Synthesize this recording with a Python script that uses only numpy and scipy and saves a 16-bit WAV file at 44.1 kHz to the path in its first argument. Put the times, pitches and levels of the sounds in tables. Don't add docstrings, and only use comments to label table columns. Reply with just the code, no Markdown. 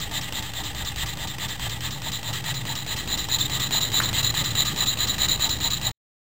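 import sys
import numpy as np
from scipy import signal
from scipy.io import wavfile
from scipy.ndimage import uniform_filter1d

SR = 44100
rng = np.random.default_rng(int(sys.argv[2]) if len(sys.argv) > 2 else 0)


def persist_wave(psi):
    counts = np.round(np.clip(psi, -1, 1) * 32767).astype(np.int16)
    wavfile.write(sys.argv[1], SR, np.atleast_2d(counts).T)


def boost_factor(decibels):
    exponent = np.asarray(decibels, float) / 20
    return 10 ** exponent


N = 276489
HOLD = 4
RATE, M = SR / HOLD, -(-N // HOLD)
TIME = np.arange(M) / RATE


def rms_one(x):
    return x / np.sqrt(np.mean(x ** 2) + 1e-20)


def in_time(rows):
    s, *columns = np.transpose(rows)
    return [np.interp(TIME, s, column) for column in columns]


def around(angle, at, spread, level_db):
    return level_db * np.exp(-((angle - at) / spread) ** 2)


def flutter(per_s):
    r = np.exp(-2 * np.pi * per_s / RATE)
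    noise = rng.standard_normal(M + 2000)
    return rms_one(signal.lfilter([1], [1, -2 * r, r * r], noise)[2000:])


def resonate(x, hz, width_hz):
    r = np.exp(-np.pi * width_hz / RATE)
    top = 2 * np.pi * min(hz, RATE / 2) / RATE
    gain = (1 - r) * abs(1 - r * np.exp(-2j * top)) / (2 * np.sin(top / 2))
    return signal.lfilter([gain, -gain], [1, -2 * r * np.cos(top), r * r], x)


def body(force, modes):
    def through(x):
        out = 0
        for k, (hz, width_hz, level_db) in enumerate(modes):
            out = out + (-1) ** k * boost_factor(level_db) * resonate(x, hz, width_hz)
        return out

    click = np.arange(4096) == 0
    return through(force) / np.sqrt(np.sum(through(click) ** 2))


FIRST_TURN_S, TURN_S, QUICKER_S_PER_TURN, TURN_COUNT = -.101, .21226, .000076, 30


def turn_starts():
    k = np.arange(TURN_COUNT)
    return FIRST_TURN_S + TURN_S * k - QUICKER_S_PER_TURN * k ** 2 / 2


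def crank():
    turned = np.interp(TIME, turn_starts(), np.arange(TURN_COUNT))
    return turned.astype(int), turned % 1


def once_a_turn(angle, level_db):
    starts_s = turn_starts()
    luck = rng.standard_normal((len(starts_s), 2))
    at = ((starts_s + angle * TURN_S + .0005 * luck[:, 0]) * RATE).astype(int)
    inside = (at >= 0) & (at < M)
    blows = np.full(M, 1e-12)
    blows[at[inside]] = boost_factor(0.45 * luck[inside, 1])
    return blows * boost_factor(level_db)


# time_s, facing_fins [0-1], facing_end_plate [0-1]
MIC_GLIDE = [
    (0, 0.32, 0.28),
    (1.6, 0.19, 0.04),
    (2.2, 0.38, 0.03),
    (2.9, 0.57, 0.22),
    (3.4, 0.82, 0.87),
    (4.1, 0.9, 0.94),
    (4.6, 0.93, 0.98),
    (5.3, 1, 0.7),
    (5.9, 0.83, 0.34),
]
PART_LEVELS = {"piston": (-40, 19.7, 0.1), "rods": (-37, 0.081, 5), "guides": (-33.5, -8, 11.1),
               "link": (-41.5, -4.5, 6), "frame": (-51, .1, 2.7), "pin": (-51, 3.6, 5),
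               "knock": (-31, -10, 5.9), "front joints": (-36.5, -4, 6.7), "back joints": (-35, 5, .1),
               "hiss": (-50, 4, .1), "box top": (-44.5, 1.5, 5.5)}


def heard(part):
    fins, plate = in_time(MIC_GLIDE)
    far_db, fins_db, plate_db = PART_LEVELS[part]
    return far_db + fins_db * fins + plate_db * plate


def hiss():
    return boost_factor(heard("hiss")) * rng.standard_normal(M)


# time_s, level_db, lean_to_deep_modes_db
BOX_SHAKING = [(0, -37.5, 1), (.5, -38.5, 0), (.95, -35, 2), (1.3, -38.5, -2), (1.65, -34.5, 0),
               (1.9, -36, -1.5), (2.25, -39.5, -3), (2.5, -35, -5), (2.9, -38, -0.5), (3.15, -37, 2),
               (3.5, -33.5, -2), (3.8, -36.5, -1), (4.2, -30.5, -1), (4.6, -35, -3.5), (4.95, -35, 0.5),
               (5.35, -32, 2.5), (5.6, -33, 1), (5.85, -35, -2.5)]
# pitch_hz, width_hz, level_db
DEEP_MODES = [(38, 15, -8.5), (53, 7.1, 0), (77, 13, -2.5)]
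PANEL_MODES = [(112.4, 13, -1.5), (137, 24.5, -7.5)]
TOP_MODES = [(164.6, 22.3, 3.5), (227, 180, -7), (296.5, 9.5, 3), (333.3, 510, -18.5)]


def box():
    deep_db, panel_db, wander_db, wander_per_s = -4, -2.5, 1.55, 6
    shake_db, lean_db = in_time(BOX_SHAKING)
    thump_db = around(crank()[1], at=.4, spread=0.082, level_db=5.8)
    thump_db = thump_db * (1 - 0.91 * in_time(MIC_GLIDE)[0])
    groups = [(shake_db + deep_db + lean_db, DEEP_MODES),
              (shake_db + panel_db - lean_db, PANEL_MODES),
              (heard("box top"), TOP_MODES)]
    out = 0
    for level_db, modes in groups:
        hum = body(rng.standard_normal(M), modes)
        loudness = uniform_filter1d(hum ** 2, size=500) + 0.067
        steady = rms_one(hum / loudness ** 0.33)
        out = out + boost_factor(thump_db + level_db + wander_db * flutter(wander_per_s)) * steady
    return out


# start_s, peak_db, pitch_hz
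STRAY_TAPS = [
    (4.0021, -6, 1450),
    (4.0040, -13, 1950),
    (4.0150, -19, 1750),
]


def taps():
    rise_s, decay_s = .0003, .0009
    out = np.zeros(M)
    for start_s, peak_db, pitch_hz in STRAY_TAPS:
        since = np.maximum(TIME - start_s, 0)
        envelope = np.exp(-since / decay_s) * (1 - np.exp(-since / rise_s))
        out += boost_factor(peak_db + 6) * np.sin(2 * np.pi * pitch_hz * since) * envelope
    since = TIME - STRAY_TAPS[0][0]
    wash = boost_factor(-30.5 - 90 * np.maximum(since, 0)) * (since > 0) * rng.standard_normal(M)
    return out + body(wash, [(1200, 720, 0)])


# crank_angle [0-1], pitch_hz, width_hz, push_ms
FRAME_KNOCK = (0.79, 810, 31.5, 7.2)


def knock():
    angle, pitch_hz, width_hz, push_ms = FRAME_KNOCK
    blows = once_a_turn(angle, heard("knock"))
    since = np.arange(400) / RATE
    envelope = np.exp(-np.pi * width_hz * since) * (1 - np.exp(-1000 * since / push_ms))
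    ring = np.sin(2 * np.pi * pitch_hz * since) * envelope
    return 1.6 * np.convolve(blows, ring)[:M]


# crank_angle [0-1], level_db, pitch_hz, width_hz, rattle_ms
SLACK_JOINTS = [
    (.002, 0.5, 4630, 1490, 3.3),
    (.004, 8.5, 806, 504, 3.2),
    (.004, 13, 2800, 1510, 2.8),
    (0.378, -4, 1200, 120, 4.1),
    (.478, 3, 4660, 1200, 10),
    (0.476, 7, 2900, 910, 4),
    (0.831, -1, 2750, 300, 2.9),
    (0.927, -11, 3800, 699, 2.28),
    (0.923, -10, 2830, 700, 2.3),
]


def joints():
    return_angle = .45
    out = np.zeros(M)
    for angle, level_db, pitch_hz, width_hz, rattle_ms in SLACK_JOINTS:
        side = "front joints" if angle < return_angle else "back joints"
        blows = once_a_turn(angle, heard(side) + level_db)
        dying = signal.lfilter([1], [1, -np.exp(-1000 / (rattle_ms * RATE))], blows)
        rattle = dying * rng.choice([-1, 1], M)
        out += body(0.31 * blows + 0.69 * rattle, [(pitch_hz, width_hz, 0)])
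    return out


# start_s, peak_db, pitch_hz
PISTON_CATCHES = [(3.3278, -16, 3760), (3.3453, -10, 4045), (3.4092, -7.5, 3610), (3.456, -15, 3650),
                  (3.5493, -13, 3820), (3.6002, -18, 3590), (3.6237, -24, 3960), (3.7588, -18, 4040),
                  (3.779, -10.5, 4060), (3.8157, -24, 3700), (3.9645, -7, 3980), (4.0344, -17, 4120),
                  (4.1615, -29, 4150), (4.2438, -8.5, 3920), (4.346, -16, 4040), (4.3873, -13, 3890),
                  (4.5521, -12.5, 3880), (4.5895, -11, 3880), (4.803, -10, 3950), (4.8954, -12, 3870),
                  (5.0038, -8.5, 3950), (5.0985, -10, 3890), (5.2162, -28, 3870), (5.2964, -15.5, 3890),
                  (5.436, -19.5, 3950), (5.5029, -14, 3950), (5.6372, -17, 4000), (5.6564, -15, 4000),
                  (5.7311, -12, 3890), (5.8671, -6.5, 3880)]


def catches():
    out = np.zeros(M + 200)
    since = np.arange(200) / RATE
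    swell = (1 - np.exp(-since / .002)) ** 2 * np.exp(-since / .004)
    phases = rng.random(len(PISTON_CATCHES))
    for (start_s, peak_db, pitch_hz), phase in zip(PISTON_CATCHES, phases):
        at = int(start_s * RATE)
        out[at:at + 200] += boost_factor(peak_db + 5.0) * swell * np.sin(2 * np.pi * (pitch_hz * since + phase))
    return out[:M]


def friction(per_s, spread_db, flutter_db):
    sizes = boost_factor(spread_db * np.minimum(rng.exponential(1, M), 3)) * rng.choice([-1, 1], M)
    caught = rng.random(M) < per_s / RATE
    return rms_one(sizes * caught * boost_factor(flutter_db * np.tanh(flutter(70))))


# start_angle, fastest_angle, end_angle [0-1], piston_db, rods_db
SLIDING_SPELLS = [
    (-.02, .29, 0.42, 0, 0.5),
    (.445, .59, 0.79, -1.5, -3),
    (.76, .82, 0.87, -8, -5.5),
    (.905, .93, 0.93, -14, -12.5),
]


def rubbing(column, power, rest_db):
    turn, angle = crank()
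    luck_db = 1.96 * rng.standard_normal((TURN_COUNT, len(SLIDING_SPELLS)))
    out = boost_factor(rest_db)
    for k, row in enumerate(SLIDING_SPELLS):
        speed = np.sin(np.pi * np.interp(angle, row[:3], [0, .5, 1])).clip(0)
        out = out + boost_factor(row[column] + luck_db[turn, k]) * (speed > 1e-6) * speed ** power
    return out


# pitch_hz, width_hz, level_db
CYLINDER_MODES = [(4029, 214, 0), (3800, 430, -5), (4275, 130, -15.5)]
ROD_MODES = [(1686, 157, -6.5), (2015, 295, -9), (2550, 240, -7.5), (2800, 220, -5), (3200, 220, -2),
             (4740, 460, -12), (5030, 210, -11), (5560, 400, -14)]
GUIDE_MODES = [(3260, 47, -9.5), (3590, 86, 4), (3812, 54, -3), (4040, 95, -4.5)]
LINK_MODES = [(1944, 110, -1.5), (1765, 110, -12.5)]
FRAME_MODES = [(653, 100, -6.5), (783, 33, -0.5), (893, 51, 2)]
CRANK_MODES = [(970, 310, -4.5), (1218, 120, 8.5)]
# crank_angle [0-1], spread [0-1], level_db
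FRAME_STRAIN = (0.26, 0.2, 10.8)
PIN_BEARING = (0.5, 0.16, 6)


def sliding():
    angle = crank()[1]
    piston = rubbing(column=3, power=1.02, rest_db=-22.5)
    rods = rubbing(column=4, power=0.64, rest_db=-11.5)
    frame_db = heard("frame") + around(angle, *FRAME_STRAIN)
    pin_db = heard("pin") + around(angle, *PIN_BEARING)
    cylinder = body(boost_factor(heard("piston")) * piston * friction(5500, 0.59, 2.84), CYLINDER_MODES)
    out = resonate(cylinder, 3930, 520)
    out = out + body(boost_factor(heard("rods")) * rods * friction(4500, 1.7, 0.63), ROD_MODES)
    out = out + body(boost_factor(heard("guides")) * piston * friction(4200, 0.83, 0.73), GUIDE_MODES)
    out = out + body(boost_factor(heard("link")) * rods * friction(4000, 1.5, 0.83), LINK_MODES)
    out = out + body(boost_factor(frame_db) * friction(1200, 5.2, 4.7), FRAME_MODES)
    return out + body(boost_factor(pin_db) * rods * friction(1500, 0.83, 1.0), CRANK_MODES)


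def scene():
    sound = hiss() + box() + taps() + knock() + joints() + catches() + sliding()
    rounded = 0.37 * np.tanh(sound / 0.39)
    return np.repeat(rounded, HOLD)[None, :N]


def band_limit(x):
    return signal.sosfilt(signal.butter(12, 16720, fs=SR, output="sos"), x)


def record(dry):
    stop_s, remnant_end_s, fade_s, offset = 5.9155, 5.98, .004, -0.011
    t = np.arange(N) / SR
    remnant = boost_factor(-67.5 - 60 * (t - stop_s)) * (t < remnant_end_s)
    fade = np.clip((stop_s - t) / fade_s, .3, 1)
    cut = np.where(t < stop_s, dry * fade + offset, dry * remnant)
    top_cut = signal.ellip(12, .3, 80, 15800, fs=SR, output="sos")
    return band_limit(signal.sosfilt(top_cut, cut))


dry = scene()
out = record(dry)
persist_wave(out)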